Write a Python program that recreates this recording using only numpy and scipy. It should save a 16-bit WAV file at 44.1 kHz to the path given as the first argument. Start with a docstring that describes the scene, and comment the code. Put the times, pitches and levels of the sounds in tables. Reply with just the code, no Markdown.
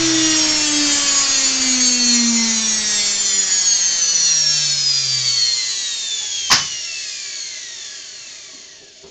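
"""A fast motor, already switched off, hums and rasps down the scale in a small workshop, amid air and dry hiss.
The hum follows the shaft, the rasp repeats on every turn, and 36 rotor slots whistle as they drop into the band.
The tones swell across housing resonances and standing waves of the room, picked up by a hand-held microphone.
Late in the run-down a switch snaps once; dull handling knocks and a faint room drone lie around it."""
import sys
import numpy as np
from scipy import signal
from scipy.fft import rfft, irfft, next_fast_len
from scipy.io import wavfile

SR = 44100
rng = np.random.default_rng(int(sys.argv[2]) if len(sys.argv) > 2 else 0)


def wav_out(sig):
    """Save sig, one row per channel (or a flat mono array), as 16-bit PCM at SR to the path in sys.argv[1]."""
    wavfile.write(sys.argv[1], SR, np.round(np.clip(np.atleast_2d(sig).T, -1, 1) * 32767).astype(np.int16))


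N = 401310
t = np.arange(N) / SR
SLOTS = 36  # rotor slots that pass on each turn
CONVERTER_HZ = 16000  # sampling rate of the narrow-band recorder

# how the housing radiates slot whistle and rasp: [f/Hz, level/dB]
HOUSING = [(100, -39), (250, -36), (500, -25), (650, -30), (780, -20.5), (950, -21), (1200, -23),
           (1600, -15.5), (2500, -11), (3500, -9.5), (4400, -9.5), (5500, -5), (6800, -1.5), (7500, -5.5),
           (8000, -18)]


def undb(db):
    """Decibels to gain."""
    return 10 ** (np.asarray(db) / 20)


def unit(x):
    """Scale to rms 1."""
    return x / np.sqrt(np.mean(x ** 2))


def curves(rows):
    """Each column of a table, joined by straight lines in time."""
    s, *columns = np.transpose(rows)
    return [np.interp(t, s, c) for c in columns]


def colour(x, points):
    """Filter by a spectrum of (Hz, dB) points, joined along a log frequency axis."""
    hz, db = np.transpose(points)
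    size = next_fast_len(N + 4096)
    f = np.maximum(np.arange(size // 2 + 1) * SR / size, 1)
    gain = undb(np.interp(np.log(f), np.log(hz), db))
    return irfft(rfft(x, size) * gain, size)[:N]


def noise(points):
    """Coloured noise of rms 1."""
    return unit(colour(rng.standard_normal(N), points))


def walk(rate):
    """Random drift with a spread near 1: `rate` chance values a second, joined by straight lines."""
    return np.interp(t * rate, np.arange(2048), rng.standard_normal(2048))


def decay(s, t60, rise):
    """Envelope of a blow at time s: a rounded rise, then a fall of 60 dB in t60 seconds."""
    age = np.maximum(t - s, 0)
    fall = np.exp(-np.minimum(np.log(1000) * age / t60, 60))
    return (1 - np.exp(-age / rise)) * fall


def resonate(x, peaks):
    """Resonances (Hz, width Hz, dB) ring on top of what passes through; negative ones cut a notch."""
    out = x.copy()
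    for hz, width, db in peaks:
        out += (undb(db) - 1) * signal.lfilter(*signal.iirpeak(hz, hz / width, fs=SR), x)
    return out


def ring_bodies(x):
    """Housing and bench ring where the sound meets their narrow resonances."""
    # housing and bench resonances: [f/Hz, width/Hz, boost/dB]
    bodies = [(390, 15, 8.5), (625, 45, 6), (1354, 16, 5.5), (1700, 200, 2.5), (2236, 29, 2.5),
              (2724, 90, 2), (3518, 62, 4), (4360, 160, 7)]
    return resonate(x, bodies)


def workshop(x, wet_db):
    """Direct sound plus dense treble reflections; a gliding tone beats with its own echoes."""
    t60_s = 0.19
    age = t[:SR // 2]
    tail = rng.standard_normal(len(age)) * np.exp(-np.log(1000) * age / t60_s)
    tail = signal.lfilter(*signal.butter(2, 1200, "high", fs=SR), tail)
    wet = signal.fftconvolve(x, tail / np.linalg.norm(tail))[:N]
    return (x + undb(wet_db) * wet) / np.hypot(1, undb(wet_db))


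def room():
    """Quiet room: faint steady noise, with the body resonances in it, and a low drone that drifts in level."""
    # colour of the quiet room: [f/Hz, relative level/dB per Hz]
    quiet = [(20, -9.5), (70, -2.5), (130, -2.5), (220, -3.5), (390, 1.5), (500, -7), (650, 2), (900, -23),
             (1400, -21), (3000, -0.5), (8000, -20.5)]
    hiss = undb(-50.0) * unit(ring_bodies(noise(quiet)))
    drone = undb(-69.5 + 2 * walk(2.1)) * np.sin(2 * np.pi * 124 * t)
    return hiss + drone


def handling():
    """Soft knocks of handling: each blow rings at one pitch over a short scuff coloured around it."""
    # knocks: [t/s, level/dB, f/Hz]
    knocks = [(6.2, -39, 843), (8.53, -44.5, 263), (8.81, -42.5, 403), (9.03, -34.5, 391.6)]
    out = np.zeros(N)
    for s, db, hz in knocks:
        scuff = noise([(hz / 4, -16), (hz * .75, -5), (hz, 0), (hz * 1.4, -10), (hz * 3, -20), (hz * 12, -45)])
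        out += undb(db) * decay(s, t60=0.28, rise=0.016) * (scuff + np.sin(2 * np.pi * hz * t))
    return out


def switch():
    """One snap in three close blows: lever modes ring, contacts crack and the cabinet thumps, each dying away."""
    # blows of the snap: [t/s, lever level/dB, crack level/dB, thump level/dB]
    blows = [(6.501, -21, -15, -47), (6.513, -16.5, -8.5, -37), (6.531, -21, -35, -33)]
    # ringing modes of the lever: [f/Hz, level/dB, t60/s]
    lever_modes = [(830, -1, .05), (1030, 7, 0.06), (1090, -4, 0.35), (1140, -27, .15)]
    # colour of the cracking contacts: [f/Hz, relative level/dB per Hz]
    crack_colour = [(60, -16), (250, -10.5), (500, -16.5), (1000, -5.5), (1800, -4.5), (3700, -7.5),
                    (5200, 1), (6500, -4), (7300, -12), (8000, -18)]
    # colour of the cabinet thump: [f/Hz, relative level/dB per Hz]
    thump_colour = [(30, -17), (85, -11), (100, -6), (135, 8), (235, -12), (330, -18), (1000, -25),
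                    (4000, -59)]
    crack, thump, out = noise(crack_colour), noise(thump_colour), np.zeros(N)
    for s, lever_db, crack_db, thump_db in blows:
        for hz, db, t60 in lever_modes:
            ring = decay(s, t60, rise=0.00095) * np.sin(2 * np.pi * hz * (t - s))
            out += undb(lever_db) * undb(db) * ring
        out += undb(crack_db) * decay(s, t60=0.33, rise=0.002) * crack
        out += undb(thump_db) * decay(s, t60=0.51, rise=0.0053) * thump
    return out


def stirred_air(speed):
    """Air stirred by the rotor: unsteady noise whose amplitude falls about as the square of shaft speed."""
    # colour of the air: [f/Hz, relative level/dB per Hz]
    air_colour = [(20, 4.5), (80, -6), (200, -2), (500, -2.5), (900, -2), (2000, 3), (3500, 2), (5500, 3.5),
                  (7000, -8), (8000, -3)]
    return undb(-20.5 + 0.91 * walk(8.9)) * speed ** 1.99 * noise(air_colour)


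def rubbing(angle):
    """Dry rubbing in the motor: flickering hiss that presses harder once a turn and rings the bodies."""
    # colour of the rubbing: [f/Hz, relative level/dB per Hz]
    rub_colour = [(200, -32.5), (900, -41), (1700, -14.5), (2700, -1), (3600, 4), (4350, -2), (5000, 6),
                  (6000, 6.5), (7000, 10), (7500, -2.5), (8000, -1)]
    # loudness of the rubbing: [t/s, level/dB]
    rub_level = [(0, -26), (.8, -25), (1.5, -22.5), (2.3, -34.5), (3, -28.5), (3.8, -31), (5.3, -27.5),
                 (5.7, -30.5), (6.2, -27.5), (7, -29.5), (7.4, -32), (7.8, -35), (8.3, -40.5), (9.1, -45)]
    rub_db, = curves(rub_level)
    pressure = 1 + 0.25 * np.sin(angle)
    return undb(rub_db + 0.8 * walk(38)) * pressure * unit(ring_bodies(noise(rub_colour)))


def low_tone(hz):
    """A gliding tone that swells each time it crosses a standing wave of the room."""
    # standing waves of the room: [f/Hz, width/Hz, level/dB]
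    standing = [(83.4, 16, -30), (129, 10.2, -18), (146.3, 19, -23), (193, 3.8, -33.5), (234, 17.2, -12.5),
                (254.6, 12.8, -20), (293.8, 9.6, -19.5), (321.7, 24.4, -18.5)]
    power = sum((undb(db) / (1 + (2 * (hz - centre) / width) ** 2)) ** 2 for centre, width, db in standing)
    return np.sqrt(2 * power) * np.sin(2 * np.pi * np.cumsum(hz) / SR)


def shaft_hum(hz, speed):
    """Hum at shaft speed with a fainter tone of the bearing's ball cage; both weaken as the shaft slows."""
    cage_hz = .392 * hz  # the cage goes round at about two fifths of the shaft speed
    return speed ** 2.08 * (low_tone(hz) + undb(-16) * low_tone(cage_hz))


def slot_whistle(hz, angle):
    """Passing rotor slots sound a tone at 36 times shaft speed, ragged at low speed, through the housing."""
    # whistle ahead of the housing: [t/s, level/dB]
    whistle_level = [(2.3, -15), (3.5, -17.5), (4.4, -14.5), (4.9, -12), (5.4, -19.5), (6.6, -19.5),
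                     (7.4, -31), (8.2, -38.5), (9, -48)]
    whistle_db, = curves(whistle_level)
    ragged = np.minimum((50 / hz) ** 3, 1)
    slots = np.sqrt(2) * np.sin(SLOTS * angle) * (1 + ragged * walk(120)) / np.hypot(1, ragged)
    return undb(whistle_db) * colour(slots, HOUSING)


def rasp(hz, turns, count=256, size=65536, channels=5):
    """The same uneven surface passes on every turn: a stack of shaft orders whose neighbours fade independently."""
    # orders that stand out or stay weak: {multiple of shaft speed: level/dB}
    order_db = {2: 12.5, 3: 6.5, 4: 7, 5: 2, 8: 0, 9: 4, 11: 4, 12: -3, 13: -1, 14: -4, 15: -3, 16: 2.5, 17:
                3, 18: 8, 19: -4, 20: -4, 22: 2, 23: -5, 24: 6, 25: 2, 26: 8.5, 27: 6.5, 30: 8.5, 37: 11,
                38: 3, 39: 5, 42: 7.5, 43: 6.5, 48: 7.5, 54: 7.5, 60: 8, 62: 5, 66: 5.5, 71: 7, 72: 15, 73:
                10, 74: 7, 108: 12, 109: 8, 114: 7, 144: 8}
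    # one shaft order of 0 dB, ahead of the housing: [t/s, level/dB]
    rasp_level = [(0, -26), (2.4, -29.5), (3.5, -33.5), (4.6, -34), (5.4, -37.5), (6.3, -44), (7.7, -49.5),
                  (8.3, -54.5), (9.1, -66)]
    rasp_db, = curves(rasp_level)
    orders = np.arange(count)
    chance = rng.standard_normal((count, 2))
    db = np.array([order_db.get(k, 1.2 * chance[k, 0]) for k in orders])
    # spectrum of one turn; an order of 0 dB has rms 1
    lines = undb(db) * np.exp(2j * np.pi * chance[:, 1]) * size / np.sqrt(2)
    lines[[0, 1, SLOTS]] = 0  # hum and whistle sound on their own
    # the orders swell and sink as the hand-held microphone moves
    fade_db, fades_per_s = 2.5, 7
    fades = [unit(undb(fade_db * walk(fades_per_s))) for _ in range(channels)]
    place = (turns * size).astype(int) % size
    out = np.zeros(N)
    for group in np.split(orders, 8):
        # a group of high orders fades in as its lowest one sinks from 11.2 to 9.2 kHz
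        audible = np.clip((CONVERTER_HZ * .7 - group[0] * hz) / 2000, 0, 1)
        for k, fade in enumerate(fades):
            one_turn = irfft(lines * np.isin(orders, group[k::channels]), size)
            out += audible * fade * one_turn[place]
    return undb(rasp_db) * colour(out, HOUSING)


def motor():
    """Hum, whistle, rasp, air and rubbing follow one slowing shaft; tones flare as they cross resonances."""
    # run-down of the shaft: [t/s, turns a second f/Hz]
    run_down = [(0, 328.7), (0.7, 298.3), (1.4, 268.7), (2.1, 240.9), (2.8, 214.2), (3.5, 188.5),
                (4.2, 162.9), (4.9, 137.9), (5.6, 114.6), (6.3, 92.6), (7, 72), (7.7, 52.3), (8.3, 35.5),
                (9.1, 18.2)]
    # pitches where paths from motor to microphone add up or cancel: [f/Hz, width/Hz, level/dB]
    paths = [(305, 100, -11), (375, 40, 1), (495, 50, 5), (620, 60, 3), (760, 80, -3), (1000, 60, -3),
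             (1160, 70, 8), (1250, 50, -6), (1520, 100, -5), (1680, 90, 3), (2000, 150, 4), (2480, 160, -7),
             (4030, 150, -3), (4330, 220, 6.5), (5100, 250, -2), (5600, 200, 2.5), (6150, 250, -3)]
    hz, = curves(run_down)
    speed = hz / hz[0]
    # the shaft trembles more as it slows, which blurs the highest orders
    turns = np.cumsum(hz) / SR + 0.00046 * walk(70) * (1 + 60 / hz)
    angle = 2 * np.pi * turns
    tones = ring_bodies(slot_whistle(hz, angle) + rasp(hz, turns))
    tones = workshop(resonate(tones, paths), wet_db=-1.5)
    return stirred_air(speed) + rubbing(angle) + shaft_hum(hz, speed) + tones


def scene():
    """Quiet room, handling, switch and motor together on one channel."""
    return (room() + handling() + switch() + motor())[None]


def record(dry):
    """A narrow-band recorder: tones near its upper edge mirror upward faintly and loud peaks are rounded off."""
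    edge = signal.firwin(61, 7600, fs=SR, window=("kaiser", 5))
    narrow = signal.fftconvolve(dry, edge[None], mode="same")
    # a tone at f reappears at the converter rate minus f
    mirror = 2 * np.cos(2 * np.pi * CONVERTER_HZ * t) * narrow
    mirror = colour(mirror[0], [(7600, -34.5), (8000, 2.5), (8300, -10.5), (8700, -21.5), (9100, -44), (9600, -88.5)])
    wide = narrow + mirror
    clean = np.clip(wide, -.62, .62)
    rounded = clean + .18 * np.tanh((wide - clean) / .18)
    top = signal.ellip(8, .2, 70, 16000, fs=SR, output="sos")  # low-pass at 16 kHz
    return signal.sosfilt(top, rounded)


dry = scene()
out = record(dry)
wav_out(out)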